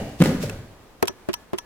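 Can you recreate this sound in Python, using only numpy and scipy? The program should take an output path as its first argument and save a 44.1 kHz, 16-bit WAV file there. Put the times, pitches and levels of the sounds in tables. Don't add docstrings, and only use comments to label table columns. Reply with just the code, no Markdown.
import sys
import numpy as np
from scipy import signal
from scipy.fft import rfft, irfft
from scipy.io import wavfile
from scipy.ndimage import uniform_filter1d

SR = 44100
rng = np.random.default_rng(int(sys.argv[2]) if len(sys.argv) > 2 else 0)


def int16_out(signal):
    q = np.round(np.clip(np.atleast_2d(signal).T, -1, 1) * 32767)
    wavfile.write(sys.argv[1], SR, q.astype(np.int16))


def invert_db(x):
    u = np.asarray(x, float) / 20
    return 10 ** u


N = 72765
LEAD_S = .4

# f/Hz, density/(dB per Hz)
AIR_SPECTRUM = [(15, -35), (25, 3.5), (70, -11), (394, -9), (545, -12), (863, -12), (1230, -16),
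                (1400, -18), (16000, -37)]
# f/Hz, coefficient/1
AIR_CORRELATION = [(60, 0.89), (180, 0.61), (550, 0.73), (1650, 0.42), (4970, -0.23), (15000, 0.2)]
# f/Hz, T60/s
HALL_DECAY = [(60, 0.8), (150, 0.83), (400, 0.71), (1200, 0.75), (4000, 0.74), (12000, 0.49)]
# f/Hz, level/dB
HALL_SPECTRUM = [(40, -11), (100, -3), (160, -7.5), (250, 3.5), (500, 0.5), (1500, 3), (5000, -2.5),
                 (14000, 1.5)]
# f/Hz, coefficient/1
HALL_CORRELATION = [(60, 0.93), (180, 1), (550, 0.93), (1650, 0.38), (4970, -0.38), (15000, 0.092)]
# f/Hz, density/(dB per Hz)
SHUDDER_SPECTRUM = [(25, 1), (40, -19), (52, 1), (70, -5), (98, 5), (130, -1), (300, -50)]

# f/Hz, density/(dB per Hz)
CLICK_SPECTRUM = [(900, 7), (1650, -14), (2100, -6), (2700, -2), (3500, -20), (8000, -11), (16000, -27)]
# f/Hz, left level/dB, right level/dB, T60/s
CLICK_MODES = [(1640, -4, -7, 0.018), (2650, -2, 3, 0.015), (4170, -7, -13, .012), (5170, -6, -11, .012),
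               (6900, -13, -15, .01)]

# t/s, snap level/dB, lead of scrape/s, scrape level/dB, spring level/dB
LATCH_SNAPS = [
    (1.0788, -14.5, 0.0053, -27, -50),
    (1.3383, -17.5, 0.0068, -30.5, -49.5),
    (1.5841, -20.5, 0.0053, -43, -51),
]
# f/Hz, density/(dB per Hz)
SNAP_SPECTRUM = [(880, -28), (1500, -4.5), (3410, -4.5), (8160, -9.5), (10300, -12), (11700, -7.5),
                 (16000, -24)]
# f/Hz, density/(dB per Hz)
RATTLE_SPECTRUM = [(700, 8.5), (1100, 11.5), (2000, -13), (3200, 15.5), (5000, -22), (9000, -30),
                   (16000, -38)]
# f/Hz, left level/dB, right level/dB, T60/s
LATCH_MODES = [(967, -5.5, -29.5, 0.049), (1323, -19.5, -12.5, 0.069), (2600, -13, -7, 0.026),
               (3335, -14.5, -4.5, 0.022), (4230, -41, -37, 0.16), (5360, -13, -5, 0.028),
               (5879, -14, -32.5, 0.086), (8140, -7, -35, 0.024), (9650, -18, -28, 0.021),
               (13810, -31, -40, 0.044)]

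# t/s, knock level/dB, strike level/dB, left tick level/dB, right tick level/dB
LEVER_KNOCKS = [
    (1.024, -10.5, -10.5, -11.5, -17),
    (1.0527, -39, -39, -31, -37),
    (1.092, -25.5, -40, -60, -60),
    (1.2850, -12.5, -32.5, -35, -32.5),
    (1.2912, -20, -55, -48, -51),
    (1.5300, -15, -25.5, -36, -34),
    (1.5359, -24, -38, -56, -48),
]
# f/Hz, left level/dB, right level/dB, T60/s
ROCKING_MODES = [(100, -32, -21, 0.19), (208, -21.5, -10, 0.08), (278, -2, -2.5, .06),
                 (351.4, -3.5, 5.5, 0.066)]
# f/Hz, left level/dB, right level/dB, T60/s
SHAKING_MODES = [(388.8, -8.5, -8, 0.085), (587, -8, -17, 0.056), (658, -17, -29.5, 0.073),
                 (862, -18, -20, 0.041), (1043, -16, -26, 0.067), (1150, -20.5, -15, 0.032),
                 (1240, -24, -24.5, 0.035)]
# f/Hz, left level/dB, right
# level/dB, T60/s
STRUCK_MODES = [(451, 2, -17, 0.052), (558, -4.5, -13, 0.053), (689.4, -4.5, -18, 0.066),
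                (769, 2, -23, 0.022), (923, -22, -1, 0.024), (1097, -26, 4.5, 0.014),
                (1292, -12, -6.5, 0.052), (1980, -18, -28, 0.022)]
# f/Hz, density/(dB per Hz)
TICK_SPECTRUM = [(880, -45), (1500, 3), (4590, -9), (5380, -8.5), (9280, -14), (12000, -6), (16000, -25)]
# f/Hz, density/(dB per Hz)
BUZZ_SPECTRUM = [(300, -23), (600, -37), (1000, 3.5), (2500, -6), (6000, -22), (10000, -30), (16000, -58)]

# start t/s, swell/s, fade/s, level/dB
CLOTH_DRAGS = [
    (-.05, 0.041, 0.18, -49),
    (0.171, 0.041, 0.0033, -40.5),
    (0.235, 0.0083, 0.059, -33.5),
    (0.393, 0.036, 0.029, -36),
    (0.469, 0.031, 0.088, -60),
]
# f/Hz, density/(dB per Hz)
CLOTH_SPECTRUM = [(530, 15), (900, 2), (1280, -9), (1490, -3), (1640, -7.5), (5890, -9), (16000, -21.5)]
# t/s, level/dB, brightness/1
PALM_CRACKS = [(0.2119, -30, 0), (0.214, -37, 0.4), (0.2189, -29, 0.1), (0.2227, -23, 0.6),
               (0.2254, -40.5, 0.37), (0.2374, -36, 0), (0.239, -28.5, 0.37), (0.2485, -32, 0.06),
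               (.2520, -36, .1), (.4280, -35.5, 0.33)]
# f/Hz, density/(dB per Hz)
DULL_SPECTRUM = [(800, -8), (2000, 6), (4500, -9.5), (8000, -19), (16000, -43)]
# f/Hz, density/(dB per Hz)
BRIGHT_SPECTRUM = [(2000, -2), (6000, -3.5), (11500, 0.5), (14000, -4), (16500, -32)]
# t/s, thud level/dB, thud f/Hz, swings of the floor/1, slap level/dB
LIMB_LANDINGS = [(-.09, -7, 498, 0.37, -32), (-.05, -17, 220, 0.3, -36.5), (-.02, -15, 121, 0.75, -27),
                 (.020, -25.5, 216, 1.13, -70), (0.205, -10, 255, 0.31, -34), (0.211, -2, 169, 0.3, -32.5),
                 (.2170, -8, 167, 0.2, -37), (0.2231, -1.5, 177, 0.37, -23.5),
                 (0.219, -16, 505, 1.75, -27.5), (0.2374, -18, 220, 0.43, -40), (0.259, -17, 410, 0.8, -28),
                 (.2950, -15, 202, 0.66, -41), (.4020, -25.5, 200, 0.94, -73),
                 (0.4382, -21, 470, 0.63, -44.5), (0.445, -25.5, 530, 1.74, -53), (0.451, -22, 130, 1, -71),
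                 (.5000, -24, 103.8, 6.1, -40.5)]
# f/Hz, density/(dB per Hz)
SLAP_SPECTRUM = [(600, 9), (1000, 1.5), (2000, -5), (3500, -7.5), (6000, -14.5), (11500, -23), (16000, -44)]


def read(points, hz):
    f, value = np.transpose(points)
    return np.interp(np.log(hz + 1), np.log(f + 1), value)


def evened(x):
    return x / np.sqrt(np.mean(x ** 2) + 1e-20)


def add(mix, s, sound):
    part = mix[..., max(round(s * SR), 0):][..., :sound.shape[-1]]
    part += sound[..., :part.shape[-1]]


def coloured(points, size, low_hz, channels=2):
    hz = np.fft.rfftfreq(size, 1 / SR)
    white = rfft(rng.standard_normal((channels, size)))
    gain = invert_db(read(points, hz)) / (1 + (low_hz / (hz + 1)) ** 4)
    return evened(irfft(white * gain, size))


def burst(t, rise, fall):
    u = np.maximum(t, 0)
    return (1 - np.exp(-u / rise)) * np.exp(-u / fall)


def pair(size, same, shape):
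    frames, hz = size // 256 + 5, np.fft.rfftfreq(1024, 1 / SR)[:, None]
    a, b, c, d = rng.standard_normal((frames, 513, 4)).T
    like = np.clip(read(same, hz), -1, 1)
    left, other = a + 1j * b, c + 1j * d
    right = like * left + np.sqrt(1 - like ** 2) * other
    z = np.array([left, right]) * invert_db(shape(hz, np.arange(frames) * 256 / SR))
    return evened(signal.istft(z, nperseg=1024, noverlap=768)[1][:, :size])


def rings(modes, t, left_sign):
    hz, left_db, right_db, t60 = np.transpose(modes)[:, :, None]
    tones = np.sin(2 * np.pi * hz * t) * invert_db(-60 * t / t60)
    left = (invert_db(left_db) * tones).sum(0)
    right = (invert_db(right_db) * tones).sum(0)
    return np.array([left_sign * left, right])


def pushed(rung, push_s):
    push = np.exp(-2 * (np.arange(300) / SR / push_s - 2) ** 2)
    return signal.oaconvolve(rung, push[None] / push.sum(), axes=1)[:, :rung.shape[1]]


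def low_cut(x, cut_hz):
    return signal.sosfilt(signal.butter(3, cut_hz, "high", fs=SR, output="sos"), x)


def air():
    def swell(t):
        waves = [np.sin(2 * np.pi * (f * t + rng.random())) / np.sqrt(f) for f in np.geomspace(.5, 12, 20)]
        return evened(sum(waves))

    level_db = -52
    return invert_db(level_db) * pair(N, AIR_CORRELATION, lambda hz, t: read(AIR_SPECTRUM, hz) + swell(t))


def hall(x):
    level_db, delay_s = -4.5, 0.0048
    tail = pair(SR, HALL_CORRELATION, lambda hz, t: read(HALL_SPECTRUM, hz) - 60 * t / read(HALL_DECAY, hz))
    tail = tail * np.clip(np.arange(SR) / SR / delay_s - .5, 0, 1)
    response = tail / np.linalg.norm(tail[0])
    return invert_db(level_db) * signal.fftconvolve(x[None], response, axes=1)[:, :len(x)]


def shudder(blows):
    level_db, fade_s = -33, 0.061
    keep = np.exp(-1 / (fade_s * SR))
    power = np.minimum(uniform_filter1d(blows ** 2, size=900), .004)
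    force = np.sqrt(signal.lfilter([1 - keep], [1, -keep], power) + 1e-12)
    return invert_db(level_db) * force / force.max() * coloured(SHUDDER_SPECTRUM, len(blows), 11, channels=1)


def click():
    t = np.arange(5000) / SR
    noise = invert_db(-2) * burst(t, 0.0002, .0022) * coloured(CLICK_SPECTRUM, len(t), 770)
    modes = rings(CLICK_MODES, t, 1) * np.minimum(t / 0.002, 1)
    return invert_db(-22) * (noise + modes)


def snaps():
    out, t = np.zeros((2, N)), np.arange(12000) / SR
    metal = rings(LATCH_MODES, t, -1) * np.minimum(t / 0.0023, 1)
    spring_hz, spring_t60 = 1718, .35
    spring = np.sin(2 * np.pi * spring_hz * t) * burst(t, .012, spring_t60 / np.log(1000))
    same = -0.27
    crack_s, bounce_s, bounce_db = .0014, 0.00336, -4
    crack = burst(t, 0.00096, crack_s) + invert_db(bounce_db) * burst(t - bounce_s, .0001, crack_s)
    for s, snap_db, lead, scrape_db, spring_db in LATCH_SNAPS:
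        a, b = coloured(SNAP_SPECTRUM, len(t), 860)
        grit = np.array([a, same * a + np.sqrt(1 - same ** 2) * b])
        rattle = invert_db(-10) * coloured(RATTLE_SPECTRUM, len(t), 330) * burst(t, 0.00032, .004)
        add(out, s, invert_db(snap_db) * (grit * crack + rattle + metal) + invert_db(spring_db) * spring)
        add(out, s - lead, invert_db(scrape_db) * grit[:, ::-1] * burst(t, 0.0001, .004))
    return out


def knocks():
    out, t = np.zeros((2, N)), np.arange(5000) / SR
    late = np.maximum(t - .0028, 0)
    rocking = pushed(rings(ROCKING_MODES, t, -1) * (1 - np.exp(-t / .002)), .0008)
    shaking = pushed(rings(SHAKING_MODES, late, 1), .0003)
    struck = rings(STRUCK_MODES, late, -1) * (1 - np.exp(-late / .0015))
    tick_s, lead_s = .0008, 0.00182
    contact = burst(late, 0.000067, tick_s)
    contact += invert_db(-7.5) * burst(late, 0.00048, 0.0029)
    contact += invert_db(-12.5) * burst(t - .0028 + lead_s, .0001, tick_s)
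    for s, knock_db, strike_db, left_db, right_db in LEVER_KNOCKS:
        buzz = invert_db(-18) * burst(t - .002, .0015, .011) * coloured(BUZZ_SPECTRUM, len(t), 490)
        tick = invert_db([[left_db], [right_db]]) * contact * coloured(TICK_SPECTRUM, len(t), 1130)
        add(out, s, invert_db(knock_db) * (rocking + shaking + buzz) + invert_db(strike_db) * struck + tick)
    add(out, .4962, click())
    return low_cut(out, 70)


def cloth():
    size = N + round(LEAD_S * SR)
    t = np.arange(size) / SR - LEAD_S
    drag = np.zeros(size)
    for s, swell, fade, db in CLOTH_DRAGS:
        rising = np.clip((t - s) / swell, 0, 1) ** 2
        dying = np.exp(-np.maximum(t - s - swell, 0) / fade)
        drag += invert_db(db) * np.where(t < s + swell, rising, dying)
    crinkle = invert_db(1.5 * evened(uniform_filter1d(rng.standard_normal(size), size=120)))
    return drag * crinkle * coloured(CLOTH_SPECTRUM, size, 980)


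def cracks():
    out, t = np.zeros((2, N)), np.arange(2000) / SR
    for s, db, bright in PALM_CRACKS:
        dull_part = np.sqrt(1 - bright) * coloured(DULL_SPECTRUM, len(t), 660)
        bright_part = np.sqrt(bright) * coloured(BRIGHT_SPECTRUM, len(t), 1500)
        grit = dull_part + bright_part
        add(out, s, invert_db(db + 9) * (grit + grit.mean(0)) * burst(t, 0.00035, .0007))
    return out


def landings():
    out, t = np.zeros(N + round(LEAD_S * SR)), np.arange(-4000, 4000) / SR
    slap_s, slap_rise_s, floor_cut_hz = 0.0019, 0.00074, 115.7
    for s, thud_db, hz, swings, slap_db in LIMB_LANDINGS:
        thud = np.cos(2 * np.pi * hz * t) * np.exp(-.5 * (t * hz / swings) ** 2)
        envelope = burst(t + 2 * slap_rise_s, slap_rise_s, slap_s)
        slap = coloured(SLAP_SPECTRUM, len(t), 424, channels=1)[0] * envelope
        add(out, LEAD_S + s + t[0], invert_db(thud_db) * thud + invert_db(slap_db + 14) * slap)
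    forward = low_cut(out, floor_cut_hz)
    return low_cut(forward[::-1], floor_cut_hz)[::-1]


def scene():
    blows, rubbing = landings(), cloth()
    ear_lag_s = .0001
    direct = np.array([blows, np.roll(blows, round(ear_lag_s * SR))])
    near = direct + rubbing + shudder(blows)
    fall = (near + hall(blows + rubbing[0]))[:, -N:]
    return fall + knocks() + snaps() + air() + cracks()


def top_cut(x):
    return signal.sosfilt(signal.butter(12, 16540, fs=SR, output="sos"), x)


def record(dry):
    mix = np.tanh(dry / 1.342) * 1.672
    return top_cut(mix)


dry = scene()
out = record(dry)
int16_out(out)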